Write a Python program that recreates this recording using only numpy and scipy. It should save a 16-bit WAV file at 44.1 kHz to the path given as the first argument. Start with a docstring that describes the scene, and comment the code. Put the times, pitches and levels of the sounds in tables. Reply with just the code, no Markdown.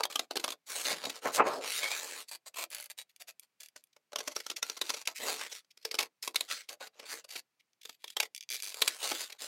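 """A rasp and a quick run of sharp cracks are heard first: small scissors cut a circle out of stiff card, close by.
Card fractures in short bursts of breaking fibres, filtered by the held sheet; the blades scrape as jerky noise
and now and then stick and slip, each slip striking a bank of damped steel modes. Between cuts the sheet is turned
and slides over hands and table as flickering noise, and it flaps as it buckles, with a hollow low wobble.
The quiet, dry room adds a short diffuse tail, over a faint hiss."""
import sys
import numpy as np
from scipy import signal
from scipy.fft import rfft, irfft, next_fast_len
from scipy.io import wavfile
from scipy.ndimage import uniform_filter1d

SR = 44100
rng = np.random.default_rng(int(sys.argv[2]) if len(sys.argv) > 2 else 0)


def transcribe(u):
    """Save the signal u as a 16-bit wav file named by the first command-line argument.

    u: samples, shape (n,) or (channels, n), limited to [-1, 1]; the rate is SR.
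    q: integer samples, one column per channel.
    """
    v = np.clip(np.atleast_2d(u).T, -1, 1)
    q = np.round(v * 32767).astype(np.int16)
    wavfile.write(sys.argv[1], SR, q)


N = 417627

# Fractures of the card: start_s, length_s (held within 0.002 to 0.025), level_db, body_db
FRACTURES = [(0.033, 0.0094, -29.5, -0.5), (0.0526, 0.004, -31.5, 5.5), (0.123, 0.0084, -44, -6.5),
             (0.156, 0.0062, -27, -0.5), (0.1927, 0.0059, -27, 1), (.3087, 0.005, -36.5, 10),
             (0.3561, .005, -35, 5.5), (0.3656, 0.01, -31, 3.5), (0.396, .009, -40.5, -2),
             (0.4397, 0.0097, -29.5, 1.5), (0.4787, 0.0024, -32.5, 8), (.488, 0.0028, -35.5, 0),
             (0.504, 0.0015, -29.5, -8), (0.5192, 0.011, -41, 2.5), (0.848, 0.019, -35.5, 1),
             (.907, .018, -37, -1), (1.0363, 0.0097, -41, 7.5), (1.0515, 0.0076, -34.5, -3.5),
             (1.095, 0.011, -37.5, 0), (2.541, 0.0079, -50, -0.5), (3.7605, 0.0063, -47.5, 6),
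             (3.929, .008, -65, -19), (3.963, 0.00658, -58.5, 8.5), (4.12, 0.0037, -53.5, 4.5),
             (4.1306, 0.0038, -44, 7.5), (4.158, 0.0046, -31, 3.5), (4.184, .011, -38.5, 1),
             (4.203, .011, -41, 5), (4.2742, 0.011, -34.5, 1), (4.313, .014, -50, -3),
             (4.3618, 0.007, -33, 4), (4.4, 0.0097, -42.5, -6), (4.4643, 0.0035, -34.5, 0.5),
             (4.499, 0.0062, -33.5, -2.5), (4.511, 0.0092, -42.5, 1.5), (4.5614, 0.014, -39.5, -17),
             (4.6261, 0.0068, -28, -0.5), (4.6977, 0.0025, -30.5, 0), (4.7664, 0.016, -45.5, 0),
             (4.8126, .011, -30, -0.5), (4.8926, 0.008, -33, -1.5), (4.902, 0.0031, -25.5, -2),
             (4.936, 0.015, -38.5, -3.5), (4.967, .008, -46.5, 4), (5.054, 0.0065, -44.5, -12),
             (5.0732, 0.0047, -26, -7), (5.5144, 0.021, -44, -11), (5.646, .004, -65, -1),
             (5.704, .017, -60.5, -22), (5.773, 0.0048, -53.5, -2), (5.826, 0.0098, -59, -8.5),
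             (5.8493, 0.0074, -33, -0.5), (5.9112, 0.008, -34.5, -8.5), (5.9426, 0.00131, -30, 2),
             (5.951, .003, -32.5, -3), (5.9866, 0.0093, -25.5, -7), (6.006, .0064, -33, 1),
             (6.026, .0077, -35.5, 0.5), (6.225, 0.0073, -38.5, -27), (6.276, 0.0036, -30.5, 0.5),
             (6.345, 0.0043, -47.5, 3.5), (6.3575, 0.0062, -22.5, -11), (6.4075, .003, -26, -7.5),
             (6.6879, 0.01, -42, -8.5), (6.806, 0.011, -55.5, 17.5), (6.868, 0.012, -50.5, -1),
             (6.9936, 0.012, -48.5, 2.5), (7.241, 0.0125, -52, -0.5), (7.304, 0.011, -48, -17),
             (7.353, 0.0179, -41, -1), (7.595, 0.019, -65, -13), (7.813, .008, -56, -22),
             (7.831, .006, -54, -19), (7.8512, 0.008, -44.5, -2), (7.8929, 0.00616, -42, -1),
             (8.041, 0.0058, -40, -2), (8.078, 0.0052, -45.5, -10.5), (8.1012, 0.0044, -42, -10.5),
             (8.166, .0083, -31, 1), (8.2005, 0.0059, -23, -5), (8.227, .009, -34, -2),
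             (8.817, 0.0098, -21.5, -1.5), (8.8767, 0.0047, -20, -8.5), (9.1133, 0.01, -33, 8),
             (9.3007, 0.0054, -44, -5), (9.322, 0.0087, -44, -13)]
# Single slips of blade on blade: start_s, level_db, body_db, air_db
SINGLE_SLIPS = [(2.7031, -69, -13, 14), (2.7477, -51, 12, 4), (3.1622, -69, 7, 5),
                (3.3962, -64.5, -18, 8.5), (3.839, -74.5, 2, 10.5), (3.8709, -85, 3, 6),
                (7.7325, -79, 0, -9), (8.4086, -54.5, -30, -7), (8.4904, -52, -20, -13),
                (8.6022, -55, 9.5, 0), (8.7437, -51.5, 21, 2)]
# Blades dragging along the card: start_s, length_s (at least 0.01), first_level_db, body_db, swell_db (start to end)
STROKES = [(0, 0.018, -34, 16, -22.5), (0.098, .15, -49.5, 6, -12), (0.309, 0.023, -39.5, -11, -16),
           (.362, .175, -57.5, 7, 5), (2.279, 0.014, -48.5, -10, 2), (2.31, .047, -43.5, 0, -3.5),
           (2.46, 0.023, -47, 1, -1), (2.557, 0.084, -41.5, 3.5, 0), (2.705, 0.16, -45, -1.5, -11),
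           (2.899, 0.015, -41, -6.5, -8.5), (2.976, 0.047, -42.5, -3.5, -11.5),
           (3.094, 0.014, -55.5, -11, -10), (3.199, 0.022, -47, -2.5, -2.5), (3.275, 0.036, -43.5, -3, -13),
           (3.419, 0.028, -59, -1, -9), (3.598, .069, -55.5, -8, -5.5), (3.764, 0.042, -61, -13, -6.5),
           (4.162, .17, -57, 2, -1.5), (4.348, 0.11, -48, -5, -16), (4.455, 0.079, -55, -4.5, -1),
           (4.564, 0.0267, -53, -1, 3), (4.635, 0.16, -50.5, 0, -8), (4.831, 0.19, -48.5, 0, -1.5),
           (5.073, 0.059, -42, 3.5, -18), (5.78, 0.066, -69, -1, -3), (5.854, 0.041, -48, 1.5, -14),
           (5.913, 0.091, -54.5, 7.5, -11), (5.992, 0.0728, -36.5, 1.5, -17.5),
           (6.228, 0.089, -42.5, -2.5, -22.5), (6.344, 0.14, -49.5, 2, -12.5), (6.69, 0.052, -49, 5, -4.5),
           (6.799, 0.072, -52, 2, -3.5), (7.284, 0.11, -55, -3, 8.5), (7.83, .12, -64, -12, 0),
           (7.994, .14, -71, -12, 12.5), (8.177, 0.085, -57, 1.5, 5.5), (8.539, 0.071, -44, -9, -13),
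           (8.619, .12, -48, -3, -5), (8.744, 0.15, -49.5, 3.5, 3), (9.284, 0.085, -59, 8.5, -10)]
# Buckling of the sheet: peak_s, rise_s, t60_s, level_db, thump_db
BUCKLINGS = [(.92, 0.026, 0.18, -43.5, 17), (1.068, 0.019, 0.081, -42.5, 19),
             (1.258, 0.0056, 0.145, -26.5, 1.5), (1.402, 0.013, 0.11, -18, -4.5),
             (1.47, 0.018, 0.28, -32, 4.5)]
# Modes of the blades: frequency_hz, relative_level_db, free_t60_s
BLADE_MODES = [(2017.8, -19, .016), (2730, -6.5, 0.06), (2360, 14.5, 0.048), (3430, 14, 0.042),
               (3870, -19, 0.0093), (4770, 15.5, 0.041), (5560, 12, 0.021), (6130, 21.5, 0.01),
               (7970, -16, .011), (8570, -26, .014), (9900, -24, .012), (11200, -2, .01),
               (13000, -11, 0.0052), (14700, -15, 0.0064)]
# Spectral envelopes, relative within each: frequency_hz, density_db
SNAP_COLOUR = [(40, -27), (100, -27.5), (200, -14), (380, 0), (600, -1), (1400, -0.5), (1700, -3.5),
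               (2400, 1.5), (4300, 1), (6200, -2.5), (9000, -7), (12000, -7.5), (16000, -19.5)]
STROKE_COLOUR = [(70, -39.5), (200, -25.5), (500, -1), (750, -0.5), (1700, -1.5), (2400, 2), (3000, -1.5),
                 (4600, 4), (5400, -4.5), (7000, 1.5), (9000, -4.5), (12000, -2.5), (16000, -15)]
SLIDE_COLOUR = [(70, -39), (140, -18), (280, -4), (480, 8), (1300, 2.5), (1650, -4), (2300, -3),
                (3000, -4.5), (4400, -2.5), (5400, -7), (7000, -6), (10000, -11.5), (16000, -21)]
FLAP_COLOUR = [(70, -42.5), (140, -14.5), (300, -4), (580, 3), (1250, 1), (1600, -6.5), (2500, -10.5),
               (3600, -33.5), (8000, -45.5), (16000, -62)]
CONTACT_COLOUR = [(100, -61), (450, -14.5), (1000, -27), (1700, -3), (2400, 5), (6000, 2.5), (11000, 4.5),
                  (16000, -5.5)]
HISS_COLOUR = [(30, -25), (80, -15), (130, -2), (500, -6), (900, -6), (1800, -6.5), (2400, -5),
               (3500, -10.5), (4500, -9.5), (8000, -14), (16000, -19)]
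# Ring of the sheet and the room: centre_hz, t60_s, level_db
ROOM_BANDS = [(199.07, 0.23, -8), (497, 0.13, -7), (1410, 0.058, -10.5), (3700, 0.089, -16.5),
              (9990, 0.051, -14)]
# How the sheet is held until the hand shifts again: start_s, ring_hz, note_hz, air_db
GRIPS = [(0, 4300, 1190, -1), (.045, 3370, 1180, 1.5), (.175, 4250, 670, -1), (.33, 4160, 354, 0.5),
         (.42, 3390, 345, -1), (.46, 3380, 1200, -0.5), (.7, 4070, 575, -1.5), (2.24, 4630, 600, 4),
         (2.51, 2650, 700, 3), (3.72, 5920, 600, -1), (4.34, 5750, 1380, -1.5), (4.79, 3760, 330, 0),
         (4.897, 6060, 560, -2.5), (5.65, 5270, 448.8, -0.5), (5.97, 2240, 459, -1.5),
         (6.0, 5200, 450, 1.5), (6.25, 3840, 984, 1.5), (6.6, 2027, 520, -0.5), (7.21, 4830, 523, 0.5),
         (7.33, 2250, 520, -1.5), (7.6, 3480, 903.2, 0.5), (8.185, 2350, 864, -1), (8.45, 4100, 1044, 3),
         (8.85, 2270, 1003, 0)]
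# Even runs of stick-slip: start_s, length_s, gap_s, first_level_db, body_db, air_db
SLIP_RUNS = [(2.808, .06, 0.017, -65.5, 1, 15), (3.606, .09, 0.02674, -60.5, 5, 1),
             (8.3482, .04, 0.015, -53.5, -26, -2.5), (8.427, .01, 0.0076, -61, -11.5, -9.5),
             (8.502, .068, .0079, -46.5, 8, -3.5), (8.536, .02, .0088, -53.5, 20, -1),
             (8.623, .085, 0.01, -51, 13, 0.5)]
# Creaks on one note, as of closing blades: start_s, length_s, first_level_db, note_hz
CREAKS = [(1.817, 0.068, -32, 2200), (1.905, 0.047, -34.5, 2290), (6.804, 0.04, -46.5, 1481)]
# Swishes of the turning sheet: peak_s, rise_s, fall_s, level_db, body_db, air_db
SWISHES = [(.75, 0.078, 0.13, -42.5, -9, 0), (.91, 0.0709, 0.036, -35.5, -8.5, -6.5),
           (1.02, 0.089, 0.1282, -47, -5.5, -8.5), (1.171, 0.026, 0.0243, -50, -5.5, -6.5),
           (1.262, 0.04, 0.041, -42, -1, -6), (1.36, 0.034, 0.033, -38, -8.5, -1),
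           (1.48, 0.038, .12, -46.5, 11, -8), (1.649, 0.035, 0.058, -42.5, -5, -11),
           (1.76, .1, 0.0857, -37, -16.5, -3.5), (1.93, 0.087, .2, -42.5, -9, -3.5),
           (2.19, 0.14, 0.039, -46, -10, -3), (5.169, 0.018, 0.0257, -45, -33, -4.5),
           (5.281, .085, 0.086, -38.5, -3.5, -3.5), (5.42, 0.065, .055, -41.5, -11, -8.5),
           (5.55, .05, 0.048, -49, -17, -4.5), (6.52, 0.032, 0.0875, -39.5, -17, -8),
           (7.018, .08, 0.058, -59, -1.5, -12), (7.13, 0.068, 0.058, -42, -9, -6),
           (8.9, 0.033, .1, -48, -10.5, -4), (9.08, 0.084, .06, -37.5, -8.5, -4),
           (9.199, 0.074, 0.067, -41, -12.5, -4), (9.46, 0.0642, 0.053, -42.5, -13, -4)]

BODY_HZ, MID_HZ = (150, 1500), (1500, 7000)  # bands in which levels are set
TOP_HZ = 15900
HIT_SIZE = 4096  # samples; a struck sound lasts half of this
HISS_DB = -79  # before the suppressor
# small random cracks: densest rate in strokes, length, level over the scrape and its scatter
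CRACKLE_PER_S, CRACKLE_S, CRACKLE_DB, CRACKLE_SPREAD_DB = 18, .004, 3, 2
CRINKLE_PER_S, CRINKLE_DB = 16, -4  # the same in the bending sheet; level over the swish
# a run weakens as the pressure eases; contact crack against ring
SLIP_FADE_DB_PER_S, SLIP_JITTER_S, CONTACT_DB = 81, .0003, -2.5
STROKE_AIR_DB, STROKE_RING_DB = -2.5, 4  # against the air of the grip; height of its ring
CREAK_RING_DB, CREAK_SWELL_DB, CREAK_BODY_DB, CREAK_AIR_DB = 15, -6.5, 3.5, -7.5
SWISH_EDGE_DB, SWISH_SHAPE = -10.5, 2.33  # level one rise before or one fall after the peak; flatness of top
BREAK_LOOSE_S = .014  # the sheet lets go this quickly at the start of a swish


def undb(db):
    """Logarithmic level: decibels become an amplitude gain."""
    return 10 ** (np.asarray(db) / 20)


def unit(x):
    """Normalisation: scale to rms 1."""
    return x / np.sqrt(np.mean(x ** 2) + 1e-20)


def add(out, s, x):
    """Superposition: mix x into out from time s on."""
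    i = int(min(s * SR, N - 1))
    x, i = x[max(-i, 0):], max(i, 0)
    out[i:i + len(x)] += x[:N - i]


def slope(points, hz):
    """Spectral envelope: join (Hz, dB) points on a log-frequency axis."""
    f, db = np.transpose(points)
    return np.interp(np.log(hz + 1), np.log(f), db)


def paint(x, colour, band=MID_HZ, body_db=0, air_db=0,
          ring_hz=3000, ring_db=0, ring_octaves=.2, ripple_db=0):
    """Minimum-phase filtering: envelope, two shelves and a resonance; white input keeps its rms in the band."""
    n = 2 * next_fast_len(len(x) // 2 + HIT_SIZE // 2)
    hz = np.arange(n // 2 + 1) * SR / n
    shelves = slope([(1200, body_db), (2000, 0.0045), (5500, 0.0024), (9000, air_db)], hz)
    ring = ring_db / (1 + (np.log2((hz + 1) / ring_hz) / ring_octaves) ** 2)
    # waves bouncing between the sheet's edges ripple the spectrum, drawn anew for each sound
    knots = np.linspace(0, np.sqrt(SR / 2), 80)
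    ripple = ripple_db * np.interp(np.sqrt(hz), knots, rng.standard_normal(80))
    db = slope(colour, hz) + shelves + ring + ripple
    in_band = (hz > band[0]) * (hz < band[1])
    db = db - 10 * np.log10(np.mean(undb(db) ** 2 * in_band))
    # folding the cepstrum onto positive time makes the filter causal
    cepstrum = irfft(np.log(undb(db)))
    cepstrum[1:n // 2] *= 2
    cepstrum[n // 2 + 1:] = 0
    return irfft(rfft(x, n) * np.exp(rfft(cepstrum)), n)


def split(x, edges_hz):
    """Complementary filtering: cut a sound into neighbouring bands that sum to it again."""
    lows = [signal.sosfiltfilt(signal.butter(4, hz, fs=SR, output="sos"), x) for hz in edges_hz]
    return np.diff([0 * x, *lows, x], axis=0)


def walk(n, rate):
    """Slow random modulation: chance values joined by lines, with a spread near 1."""
    at = np.arange(n) * rate / SR
    count = int(at[-1]) + 2
    return 1.1 * np.interp(at, np.arange(count), rng.standard_normal(count))


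def fibres(n, rate, spread_db, rub):
    """Impulsive fracture noise: fibres break at random, a few of them big, over smooth rubbing."""
    hit = rng.random(n) < rate / SR
    size = undb(spread_db * np.minimum(rng.exponential(size=n), 4))
    breaks = unit(hit * size * rng.choice([-1, 1], n))
    return unit(breaks + rub * rng.standard_normal(n))


def judder(n, rate, depth_db):
    """Stick-slip friction: uneven jerks, each sinking by depth_db before the next."""
    phase = np.cumsum(rate * np.exp(0.71 * walk(n, rate)) / SR) + rng.random()
    return unit(undb(-depth_db * (phase % 1)))


def resonate(x, hz, width_hz):
    """Resonance: one damped mode, gain 1 at its centre."""
    return signal.lfilter(*signal.iirpeak(hz, hz / width_hz, fs=SR), x)


def flex(x, depth_db, size=5):
    """Shifting resonances of a bending sheet: neighbouring frequencies swell and sink together."""
    _, _, frames = signal.stft(x, nperseg=512)
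    field = rng.standard_normal(frames.shape)
    field = uniform_filter1d(field, size, axis=0)
    field = uniform_filter1d(field, 2 * size, axis=1)
    return signal.istft(frames * undb(depth_db * unit(field)))[1][:len(x)]


def grip(s):
    """Boundary conditions: ring_hz, note_hz and air_db of the sheet as it is held at time s."""
    return [GRIPS[0], *(row for row in GRIPS if row[0] <= s)][-1][1:]


def scatter(length, rate):
    """Stratified chance: one moment in each equal share of the length, as (after_s, luck_db)."""
    count = int(length * rate)
    return [((k + rng.random()) / count * length, CRACKLE_SPREAD_DB * rng.standard_normal())
            for k in range(count)]


def hiss():
    """Stationary noise: a faint steady hiss of filtered white noise."""
    return undb(HISS_DB) * unit(paint(rng.standard_normal(N), HISS_COLOUR)[:N])


def room(x):
    """Reverberation: a short diffuse tail of decaying noise bands, the lowest lasting longest."""
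    t, centres = np.arange(SR // 4) / SR, np.transpose(ROOM_BANDS)[0]
    bands = split(rng.standard_normal(len(t)), np.sqrt(centres[1:] * centres[:-1]))
    tail = 0
    for band, (_, t60, db) in zip(bands, ROOM_BANDS):
        decay = undb(-60 * t / t60) * np.minimum(t / 0.0083, 1)
        tail = tail + undb(db) * band * decay / np.linalg.norm(decay)
    return x + signal.fftconvolve(x, tail)[:N]


def swish_db(t, rise, fall):
    """Loudness of friction over a gesture: level t seconds from the peak of a swish."""
    return SWISH_EDGE_DB * np.abs(t / np.where(t < 0, rise, fall)) ** SWISH_SHAPE


def slides():
    """Sliding friction: card breaks loose, rubs over skin, steel and table, then slows again."""
    out = np.zeros(N)
    for s, rise, fall, db, body, air in SWISHES:
        t = np.arange(-rise - BREAK_LOOSE_S, 2 * fall, 1 / SR)
        speed = undb(swish_db(t, rise, fall)) * np.minimum((t - t[0]) / BREAK_LOOSE_S, 1)
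        grain = fibres(len(t), rate=1500, spread_db=4.5, rub=.6)
        rub = grain * undb(1.6 * walk(len(t), 44.76))
        rub = flex(rub, depth_db=3.5)
        low, mid, high = map(unit, split(paint(rub, SLIDE_COLOUR)[:len(t)], MID_HZ))
        # a bowed sheet has more body, a leading edge more air
        mix = undb(body) * low + mid + undb(air) * high
        add(out, s + t[0], speed * undb(db) * mix)
    return out


def flaps():
    """Buckling: the whole sheet springs over and shudders with a hollow wobble."""
    out, t = np.zeros(N), np.arange(-SR // 10, SR // 3) / SR
    for s, rise, t60, db, thump_db in BUCKLINGS:
        swing = np.where(t < 0, np.exp(np.minimum(t, 0) / rise), undb(-60 * t / t60))
        shudder = rng.standard_normal(len(t)) * judder(len(t), rate=120, depth_db=8)
        flap = paint(swing * shudder, FLAP_COLOUR, band=BODY_HZ,
                     ring_hz=172, ring_db=thump_db, ring_octaves=1.0)
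        add(out, s + t[0], undb(db) * flap)
    return out


def slips():
    """Stick-slip events, lone or in fading, nearly even runs: start_s, level_db, body_db, air_db."""
    events = [*SINGLE_SLIPS]
    for s, length, gap, db, body, air in SLIP_RUNS:
        for after in np.arange(0, length, gap):
            start = s + after + SLIP_JITTER_S * rng.standard_normal()
            events.append((start, db - SLIP_FADE_DB_PER_S * after, body, air))
    return events


def ticks():
    """Modal excitation: each slip strikes the same steel modes from a new spot, with a crack at the contact."""
    out, t = np.zeros(N), np.arange(HIT_SIZE // 2) / SR
    longest_t60 = .026  # s; pressed together, the blades damp each other
    modes = []
    for hz, db, t60 in BLADE_MODES:
        decay = undb(db - 60 * t / min(t60, longest_t60))
        modes.append(decay * np.cos(2 * np.pi * hz * t) * rng.choice([-1, 1]))
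    modes = np.array(modes)
    for s, db, body, air in slips():
        ring = unit(undb(1.6 * rng.standard_normal(len(modes))) @ modes)
        contact = unit(rng.standard_normal(len(t)) * undb(-60 * t / .013))
        add(out, s, undb(db) * ring)
        add(out, s, undb(db + CONTACT_DB) * paint(contact, CONTACT_COLOUR, body_db=body, air_db=air))
    return out


def scrape(s, length, db, body, swell, air, ring, ring_db):
    """Jerky friction: edges ease in and scrape with the push of the hand: (start s, sound)."""
    lead = .02  # s
    length = max(length, .01)
    t = np.arange(int((length + 3 * lead) * SR)) / SR - lead
    ease = .5 + .5 * np.tanh((t - .004) / .005)
    release = np.exp(-np.maximum(t - length, 0) / 0.0065)
    push = undb(db + swell * np.clip(t / length, 0, 1)) * ease * release
    grain = fibres(len(t), rate=1800, spread_db=4.5, rub=.55)
    jerks = grain * judder(len(t), rate=130, depth_db=11)
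    return s - lead, paint(push * jerks, STROKE_COLOUR, body_db=body, air_db=air,
                           ring_hz=ring, ring_db=ring_db, ring_octaves=.14, ripple_db=3.5)


def strokes():
    """Filtered friction: strokes take their colour from the grip; in a creak one resonance takes over."""
    out = np.zeros(N)
    for s, length, db, body, swell in STROKES:
        ring, _, air = grip(s)
        add(out, *scrape(s, length, db, body, swell, air + STROKE_AIR_DB, ring, STROKE_RING_DB))
    for s, length, db, note in CREAKS:
        add(out, *scrape(s, length, db, CREAK_BODY_DB, CREAK_SWELL_DB, CREAK_AIR_DB, note, CREAK_RING_DB))
    return out


def crack(s, length, db, body):
    """Brittle fracture: card strains, then a crack runs through it and rings the sheet: (start s, sound)."""
    lead = .012  # s
    ring, note, air = grip(s)
    t = np.arange(HIT_SIZE // 2) / SR - lead
    length = np.clip(length, .002, .025)
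    run = np.clip(t / (0.23 * length), 0, 1) * np.exp(-np.maximum(t - 0.75 * length, 0) / 0.0024)
    strain = undb(-20.5) * np.exp(-np.abs(t) / 0.0028)
    burst = unit((run + strain) * fibres(len(t), rate=6000, spread_db=1.5, rub=0.48))
    burst = burst * np.sqrt(length * SR / len(t))  # energy grows with the length of the crack
    split_card = paint(burst, SNAP_COLOUR, body_db=body, air_db=air,
                       ring_hz=ring, ring_db=8.5, ring_octaves=0.12, ripple_db=2.5)
    # the stiff span between hand and blades answers with a hollow note
    hollow = undb(3) * resonate(split_card, note, width_hz=75)
    return s - lead, undb(db) * (split_card + hollow)


def snaps():
    """Fracture under load: big cracks of each cut, and small ones that follow the level of strokes and swishes."""
    out = np.zeros(N)
    for row in FRACTURES:
        add(out, *crack(*row))
    for s, length, db, body, swell in STROKES:
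        for after, luck in scatter(length, CRACKLE_PER_S):
            level = db + swell * after / length + CRACKLE_DB + luck
            add(out, *crack(s + after, CRACKLE_S, level, body))
    for s, rise, fall, db, body, air in SWISHES:
        for after, luck in scatter(rise + fall, CRINKLE_PER_S):
            level = db + swish_db(after - rise, rise, fall) + CRINKLE_DB + luck
            add(out, *crack(s - rise + after, CRACKLE_S, level, body))
    return out


def scene():
    """Superposition of sources: scissors and card in the room, over a faint hiss."""
    faint_hiss = hiss()
    sources = snaps() + ticks() + strokes() + slides() + flaps()
    return (room(sources) + faint_hiss)[None]


def suppress(x, threshold_db, depth_db):
    """Noise suppression: each band is turned down while its own level stays under the threshold."""
    out = 0
    for band in split(x, MID_HZ):
        power = np.abs(uniform_filter1d(band ** 2, SR // 100))  # over 10 ms
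        opening = power / (power + undb(threshold_db) ** 2)
        out = out + band * undb(-depth_db * (1 - opening))
    return out


def record(dry):
    """Band limiting and expansion: thin the deep bass, duck faint tails and hiss, cut the top."""
    thin = signal.sosfilt(signal.butter(1, 60, "high", fs=SR, output="sos"), dry)
    ducked = suppress(thin, threshold_db=-69.5, depth_db=6.5)
    return signal.sosfilt(signal.ellip(8, .2, 70, TOP_HZ, fs=SR, output="sos"), ducked)


dry = scene()
out = record(dry)
transcribe(out)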